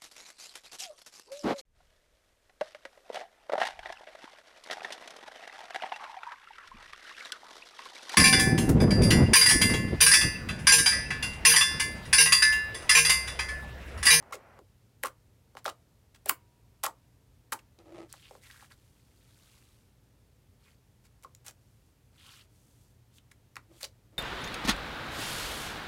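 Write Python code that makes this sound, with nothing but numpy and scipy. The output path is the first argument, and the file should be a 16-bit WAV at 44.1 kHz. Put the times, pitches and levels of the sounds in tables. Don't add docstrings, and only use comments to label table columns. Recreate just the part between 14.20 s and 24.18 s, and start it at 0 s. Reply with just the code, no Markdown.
import sys
import numpy as np
from scipy import signal
from scipy.fft import rfft, irfft
from scipy.io import wavfile

SR = 44100
rng = np.random.default_rng(int(sys.argv[2]) if len(sys.argv) > 2 else 0)


def unload_audio(sound):
    columns = np.transpose(np.atleast_2d(sound))
    steps = np.round(np.clip(columns, -1, 1) * 32767)
    wavfile.write(sys.argv[1], SR, steps.astype(np.int16))


N = 440118

# t/s, click peak level/dB, centre f/Hz
FILM_SNAPS = [(0.126, -35, 7000), (0.141, -41, 7000), (.8315, -27, 12100), (0.8364, -15, 10500),
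              (0.858, -21, 8950), (1.445, -30, 10900), (1.4615, -20, 3900), (2.0597, -21.5, 10000),
              (2.0875, -15, 12900), (2.092, -10.5, 12100), (2.095, -1, 12000), (2.637, -10.5, 9800),
              (2.6437, -13.5, 10160), (2.6468, -18, 11000), (2.6643, -18, 7300), (3.3215, -21, 10100),
              (3.335, -20, 8920), (3.589, -43.5, 3500), (3.927, -27, 7050), (4.312, -35.5, 3260),
              (7.0258, -47, 6960), (7.1498, -36.5, 5770), (7.2653, -31, 8000), (7.2825, -28, 5730),
              (8.984, -42, 3495), (9.357, -34.5, 5600), (9.631, -20.5, 4370), (9.6515, -27, 5960)]


def from_db(db):
    return 10 ** (np.asarray(db) / 20)


def decay(t, t60_s):
    return from_db(-60 * t / t60_s)


def rms_one(x):
    return x / np.sqrt(np.mean(x ** 2) + 1e-20)


def add(out, start_s, sound):
    at = max(int(start_s * SR), 0)
    out[at:at + len(sound)] += sound[:N - at]


def coloured(x, spectrum):
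    hz, db = np.transpose(spectrum)
    bins_hz = np.maximum(np.fft.rfftfreq(len(x), 1 / SR), 1)
    gain = from_db(np.interp(np.log(bins_hz), np.log(hz), db, left=-200))
    return rms_one(irfft(rfft(x) * gain, len(x)))


def resonate(x, hz, width_hz):
    r = np.exp(-np.pi * width_hz / SR)
    zeros = [(1 - r * r) / 2, 0, (r * r - 1) / 2]
    poles = [1, -2 * r * np.cos(2 * np.pi * hz / SR), r * r]
    return signal.lfilter(zeros, poles, x)


def wander(size, rate_hz):
    place = np.arange(size) * rate_hz / SR
    knots = rng.standard_normal(size // 8 + 2)
    return np.interp(place, np.arange(len(knots)), knots)


def grains(size, per_s, spread_db, clump_db=0):
    excess_db = spread_db * np.minimum(rng.exponential(1, size), 4)
    sizes = from_db(excess_db + clump_db * wander(size, rate_hz=350))
    happens = rng.random(size) < per_s / SR
    return rms_one(happens * sizes * rng.standard_normal(size))


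def stroke(start_s, rise_s, hold_s, release_s):
    t = np.arange(N) / SR - start_s
    release = 1 - (t - rise_s - hold_s) / release_s
    return np.clip(np.minimum(t / rise_s, release), 0, 1)


def snaps(relative_width=0.5, lead_in_db=-20, lead_in_t60_s=0.0027, tear_db=-19, tear_t60_s=0.012):
    out, lead = np.zeros(N), SR // 200
    t = np.arange(-lead, SR // 40) / SR
    for start_s, db, hz in FILM_SNAPS:
        lead_in_level_db = lead_in_db + 60 * t / lead_in_t60_s
        tear_level_db = tear_db - 60 * t / tear_t60_s
        force = from_db(np.where(t < 0, lead_in_level_db, tear_level_db)) * rng.standard_normal(len(t))
        force[lead] = 1
        click = resonate(force, hz, relative_width * hz)
        add(out, start_s + t[0], from_db(db) * click / np.abs(click).max())
    return out


def pocket(t, first_hz, last_hz, t60_s, glide_share=0.12, rise_s=0.00036, wobble_hz=1500, wobble=0.15):
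    glide_hz = last_hz * (first_hz / last_hz) ** np.exp(-t / (glide_share * t60_s))
    hz = glide_hz * (1 + wobble * wander(len(t), wobble_hz))
    swell = (1 - np.exp(-t / rise_s)) * decay(t, t60_s)
    return swell / swell.max() * np.sin(2 * np.pi * np.cumsum(hz) / SR)


def pops(slap_db=-13, slap_t60_s=0.011, slap_hz=900, thud_db=-22, thud_hz=300, thud_t60_s=0.021):
    # t/s, ring level/dB, f it settles towards/Hz, t60/s
    pockets = [(.0262, -43, 434, 0.013), (.110, -45, 403, 0.023), (0.124, -33, 1174, .075),
               (.1305, -35.5, 1945, 0.045), (.142, -38, 394, 0.036), (0.3905, -42.5, 330, 0.013),
               (.8355, -19.5, 1070, 0.0074), (.839, -33.5, 452, 0.034), (.847, -30, 1160, 0.097),
               (.858, -27.5, 1070, 0.023), (1.352, -41.5, 430, 0.012), (1.37, -33.5, 613, 0.0096),
               (1.455, -24, 920, 0.015), (1.461, -25.5, 507, 0.025), (1.479, -24.5, 1090, 0.028),
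               (1.948, -60, 891, 0.019), (2.061, -34, 428, 0.026), (2.0955, -14.5, 946, .0098),
               (2.109, -31, 895, 0.029), (2.6379, -26.5, 816, 0.026), (2.642, -31.5, 523, 0.029),
               (2.651, -28, 1126, .024), (2.666, -24, 920, 0.027), (2.683, -37, 859, .041),
               (3.323, -23.5, 1196, 0.023), (3.332, -36, 883, 0.093), (3.391, -50.5, 2180, .024),
               (3.939, -43, 530, 0.013), (4.110, -41.5, 332, 0.017), (4.152, -44, 407, 0.013),
               (4.301, -46, 1530, 0.028), (4.425, -47, 540, 0.017), (7.047, -39, 990, 0.03),
               (7.049, -56.5, 477, .058), (7.283, -48, 460, .02), (9.116, -50, 1297, .012),
               (9.357, -41.5, 1196, .008), (9.367, -31.5, 884, 0.0116), (9.632, -42.5, 452, 0.029)]
    sink_hz, sink_t60_s, sink_power, sink_max_hz = 1216, 0.015, 1.8, 2660
    out, t = np.zeros(N), np.arange(SR // 12) / SR
    for start_s, db, hz, t60_s in pockets:
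        drop_hz = min(sink_hz * (sink_t60_s / t60_s) ** sink_power, sink_max_hz)
        ring = pocket(t, hz + drop_hz, hz, t60_s)
        slap_noise = rms_one(resonate(rng.standard_normal(len(t)), slap_hz, width_hz=4400))
        slap = from_db(slap_db) * decay(t, slap_t60_s) * slap_noise
        thud = from_db(thud_db) * decay(t, thud_t60_s) * np.sin(2 * np.pi * thud_hz * t)
        add(out, start_s, from_db(db) * (ring + slap + thud))
    return signal.sosfilt(signal.butter(3, 240, "high", fs=SR, output="sos"), out)


def squirts(fade_t60_s=0.03, relative_width=1.024, body_hz=1350, body_width_hz=2900, rise_share=0.05):
    # t/s, length/s, fold level/dB, fold centre f/Hz, body level re fold/dB
    bursts = [(0.121, 0.034, -53, 4800, 3), (0.829, 0.048, -49.5, 7800, 3), (1.365, 0.028, -71, 4860, 12),
              (1.45, 0.049, -53, 3870, 5.5), (1.944, 0.018, -74.5, 4640, 14),
              (2.055, 0.053, -61, 11000, 10), (2.0922, 0.0048, -28, 11200, -2.5),
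              (2.632, 0.031, -43.5, 8880, 7.5), (3.3203, 0.013, -36.5, 8000, 0),
              (3.389, 0.0064, -66, 4970, 6.5), (6.838, 0.032, -70.5, 5080, 1),
              (7.032, 0.0099, -63.5, 6940, 3), (7.244, 0.066, -61.5, 6900, .5),
              (7.262, 0.028, -55.5, 6760, 2.5), (9.113, 0.0033, -62, 5080, -0.5),
              (9.366, 0.0014, -54, 2000, 2.5), (9.605, 0.053, -53, 6460, 0.5)]
    out, t = np.zeros(N), np.arange(SR // 6) / SR
    for start_s, length_s, db, hz, body_db in bursts:
        tears = grains(len(t), per_s=12000, spread_db=2.5, clump_db=3.5)
        fold = rms_one(resonate(tears, hz, relative_width * hz))
        body = from_db(body_db) * rms_one(resonate(tears, body_hz, body_width_hz))
        rise = 1 - np.exp(-t / (rise_share * length_s))
        flow = rise * decay(np.maximum(t - length_s, 0), fade_t60_s)
        add(out, start_s, from_db(db) * flow * (fold + body))
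    return out


def resonant_crackles(edge_s=0.013):
    # t/s, length/s, level/dB, first f/Hz, last f/Hz
    slides = [(3.89, 0.12, -66, 5170, 2750), (4.013, 0.088, -61, 3400, 2230),
              (4.234, .052, -61, 2540, 1890), (4.29, .17, -64, 1800, 1600),
              (4.501, .034, -59.5, 1620, 1590), (6.452, .043, -68.5, 2200, 2435),
              (7.969, 0.26, -63.5, 3330, 2990), (8.038, 0.115, -67.5, 1240, 1330),
              (8.099, 0.07, -62, 4600, 4800), (8.905, 0.11, -79, 3510, 3420),
              (9.624, 0.031, -40, 4300, 4250)]
    out = np.zeros(N)
    for start_s, length_s, db, first_hz, last_hz in slides:
        t = np.arange(int(length_s * SR)) / SR
        hz = np.geomspace(first_hz, last_hz, len(t))
        turn = np.exp(2j * np.pi * np.cumsum(hz) / SR)
        r = np.exp(-np.pi * 0.3 * first_hz / SR)
        crackle = grains(len(t), per_s=3500, spread_db=2, clump_db=3)
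        ringing = (turn * signal.lfilter([1], [1, -r], crackle / turn)).imag
        edges = np.minimum(np.minimum(t, length_s - t) / edge_s, 1)
        add(out, start_s, from_db(db) * edges * rms_one(resonate(ringing, first_hz, first_hz)))
    return out


def sympathy():
    # f/Hz, level re snap/dB, t60/s
    hz, relative_db, t60_s = (956, -67, 1.5)
    energy = np.zeros(N)
    for start_s, db, _ in FILM_SNAPS:
        add(energy, start_s, [from_db(db + relative_db) ** 2])
    stored = signal.lfilter([1], [1, -decay(1 / SR, t60_s) ** 2], energy)
    return np.sqrt(stored) * np.sin(2 * np.pi * hz * np.arange(N) / SR)


def peeling(crackle_trim_db=-3):
    # t/s, rise/s, hold/s, release/s, fizz level/dB, wet crackle level before trim/dB
    pulls = [(3.88, 0.024, 0.23, 0.13, -68, -64.5), (4.212, 0.028, 0.2, 0.062, -63.5, -60.5),
             (4.493, 0.022, 0.0054, 0.034, -64.5, -62), (4.53, 0.044, 0.22, 0.32, -75.5, -75.5),
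             (4.85, 0.43, 0.028, 0.47, -68, -66.5), (6.382, 0.092, .01, 0.097, -72.5, -65.5),
             (7.351, .08, .24, .1, -80, -94), (7.91, 0.17, 0.099, 0.097, -63.5, -58),
             (8.275, .08, .28, 0.17, -72.5, -85.5), (8.92, 0.045, .01, 0.026, -65, -77),
             (9.49, 0.11, 0.017, .04, -64.5, -63)]
    # f/Hz, relative level/dB
    fizz_colour = [(2060, -17), (3500, -5.5), (4000, -11), (4400, -6), (8530, -3.5), (13100, -9),
                   (16000, -17)]
    fizz = coloured(grains(N, per_s=7000, spread_db=1.5), fizz_colour)
    bubbles_hz = np.geomspace(1100, 4500, num=10)
    crackle = rms_one(sum(resonate(grains(N, per_s=180, spread_db=2), hz, 0.12 * hz) for hz in bubbles_hz))
    out = np.zeros(N)
    for start_s, rise_s, hold_s, release_s, fizz_db, wet_db in pulls:
        sound = from_db(fizz_db) * fizz + from_db(wet_db + crackle_trim_db) * crackle
        out += stroke(start_s, rise_s, hold_s, release_s) * sound
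    return out


def drag():
    # t/s, rise/s, hold/s, release/s, level/dB
    rubs = [(3.585, 0.0045, .005, 0.049, -54), (3.622, 0.046, 0.053, 0.056, -54),
            (3.725, .045, 0.018, 0.097, -45), (9.479, .04, .01, 0.062, -61),
            (9.915, 0.017, .03, 0.081, -62)]
    # f/Hz, relative level/dB
    rub_colour = [(120, -28), (200, -11), (252, -23.5), (328, 5), (420, -12.5), (554, -5), (894, -16.5),
                  (1030, -22), (1260, -15.5), (1510, -28), (1960, -23), (3270, -30.5), (8000, -39.5),
                  (10400, -42), (17600, -120)]
    slips = grains(N, per_s=2500, spread_db=1.5, clump_db=3)
    pressure = sum(from_db(db) * stroke(start_s, rise_s, hold_s, release_s)
                   for start_s, rise_s, hold_s, release_s, db in rubs)
    return pressure * coloured(slips, rub_colour)


def rush(end_s=0.393, release_s=0.005, level_db=-59):
    # f/Hz, relative level/dB
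    rush_colour = [(120, -40), (200, 1), (237, 5), (298, -1.5), (598, 6.5), (957, 3.5), (2180, -4),
                   (3750, -22), (6000, -24), (7800, -66), (13200, -120)]
    fade = np.clip(1 - (np.arange(N) / SR - end_s) / release_s, 0, 1)
    return from_db(level_db) * fade * coloured(rng.standard_normal(N), rush_colour)


def room(x, scatter_db=-11, scatter_t60_s=0.11, build_s=0.011, tail_db=-30, tail_t60_s=0.28, wall_cut_hz=2100):
    # delay/s, level before the wall low-pass/dB
    reflections = [(.0036, -8), (.0131, -14)]
    # f/Hz, relative level/dB
    scatter_colour = [(200, -1.5), (350, 10), (1300, -8), (2500, -10), (6000, -8.5), (12000, -11),
                      (16000, -8.5)]
    tail_colour = [(200, -3.5), (400, 7.5), (1000, -9), (2500, -9), (6000, -19), (16000, -40)]
    # f/Hz, level before scaling by f/dB, t60/s
    table_modes = [(359, -30, 0.19), (473, -31, 0.13), (525, -30.5, 0.18), (830, -36.5, 0.047),
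                   (877, -39.5, 0.1312), (1196.4, -43, 0.14)]
    t, echoes = np.arange(SR) / SR, np.zeros(SR)
    for delay_s, db in reflections:
        add(echoes, delay_s, [from_db(db)])
    response = signal.lfilter(*signal.butter(1, wall_cut_hz, fs=SR), echoes)
    layers = ((scatter_colour, scatter_db, scatter_t60_s), (tail_colour, tail_db, tail_t60_s))
    for colour, db, t60_s in layers:
        envelope = decay(t, t60_s) * (1 - np.exp(-t / build_s))
        diffuse = coloured(rng.standard_normal(SR), colour) * envelope
        response += from_db(db) * diffuse / np.linalg.norm(diffuse)
    for hz, db, t60_s in table_modes:
        omega = 2 * np.pi * hz
        response += from_db(db) * decay(t, t60_s) * np.cos(omega * t) * omega / SR
    return x + signal.fftconvolve(x, response)[:N]


def background(air_db=-64.5, waver=0.37):
    # f/Hz, rms level before wavering/dB
    hum_tones = [(54, -71.5), (85, -74.5), (119, -71.5)]
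    # f/Hz, relative level/dB
    air_colour = [(15, -46), (25, -17.5), (43, -8.5), (117, -2.5), (153, -10.5), (212, -13), (309, -15.5),
                  (354, -19.5), (394, -18), (775, -26), (936, -25.5), (1020, -29), (9840, -37),
                  (14800, -38.5), (16000, -47)]
    t, hum = np.arange(N) / SR, np.zeros(N)
    for hz, db in hum_tones:
        level = from_db(db) * np.sqrt(2) * (1 + waver * wander(N, rate_hz=42))
        hum += level * np.sin(2 * np.pi * hz * t + 0.9 * wander(N, rate_hz=14))
    return hum + from_db(air_db) * coloured(rng.standard_normal(N), air_colour)


def scene():
    pokes = room(snaps() + pops() + squirts() + resonant_crackles()) + sympathy()
    return (pokes + peeling() + drag() + rush() + background())[None]


def record(dry):
    thin = signal.sosfilt(signal.butter(2, 32, "high", fs=SR, output="sos"), dry)
    return signal.sosfilt(signal.ellip(10, 0.1, 80, 16000, fs=SR, output="sos"), thin)


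dry = scene()
out = record(dry)
unload_audio(out)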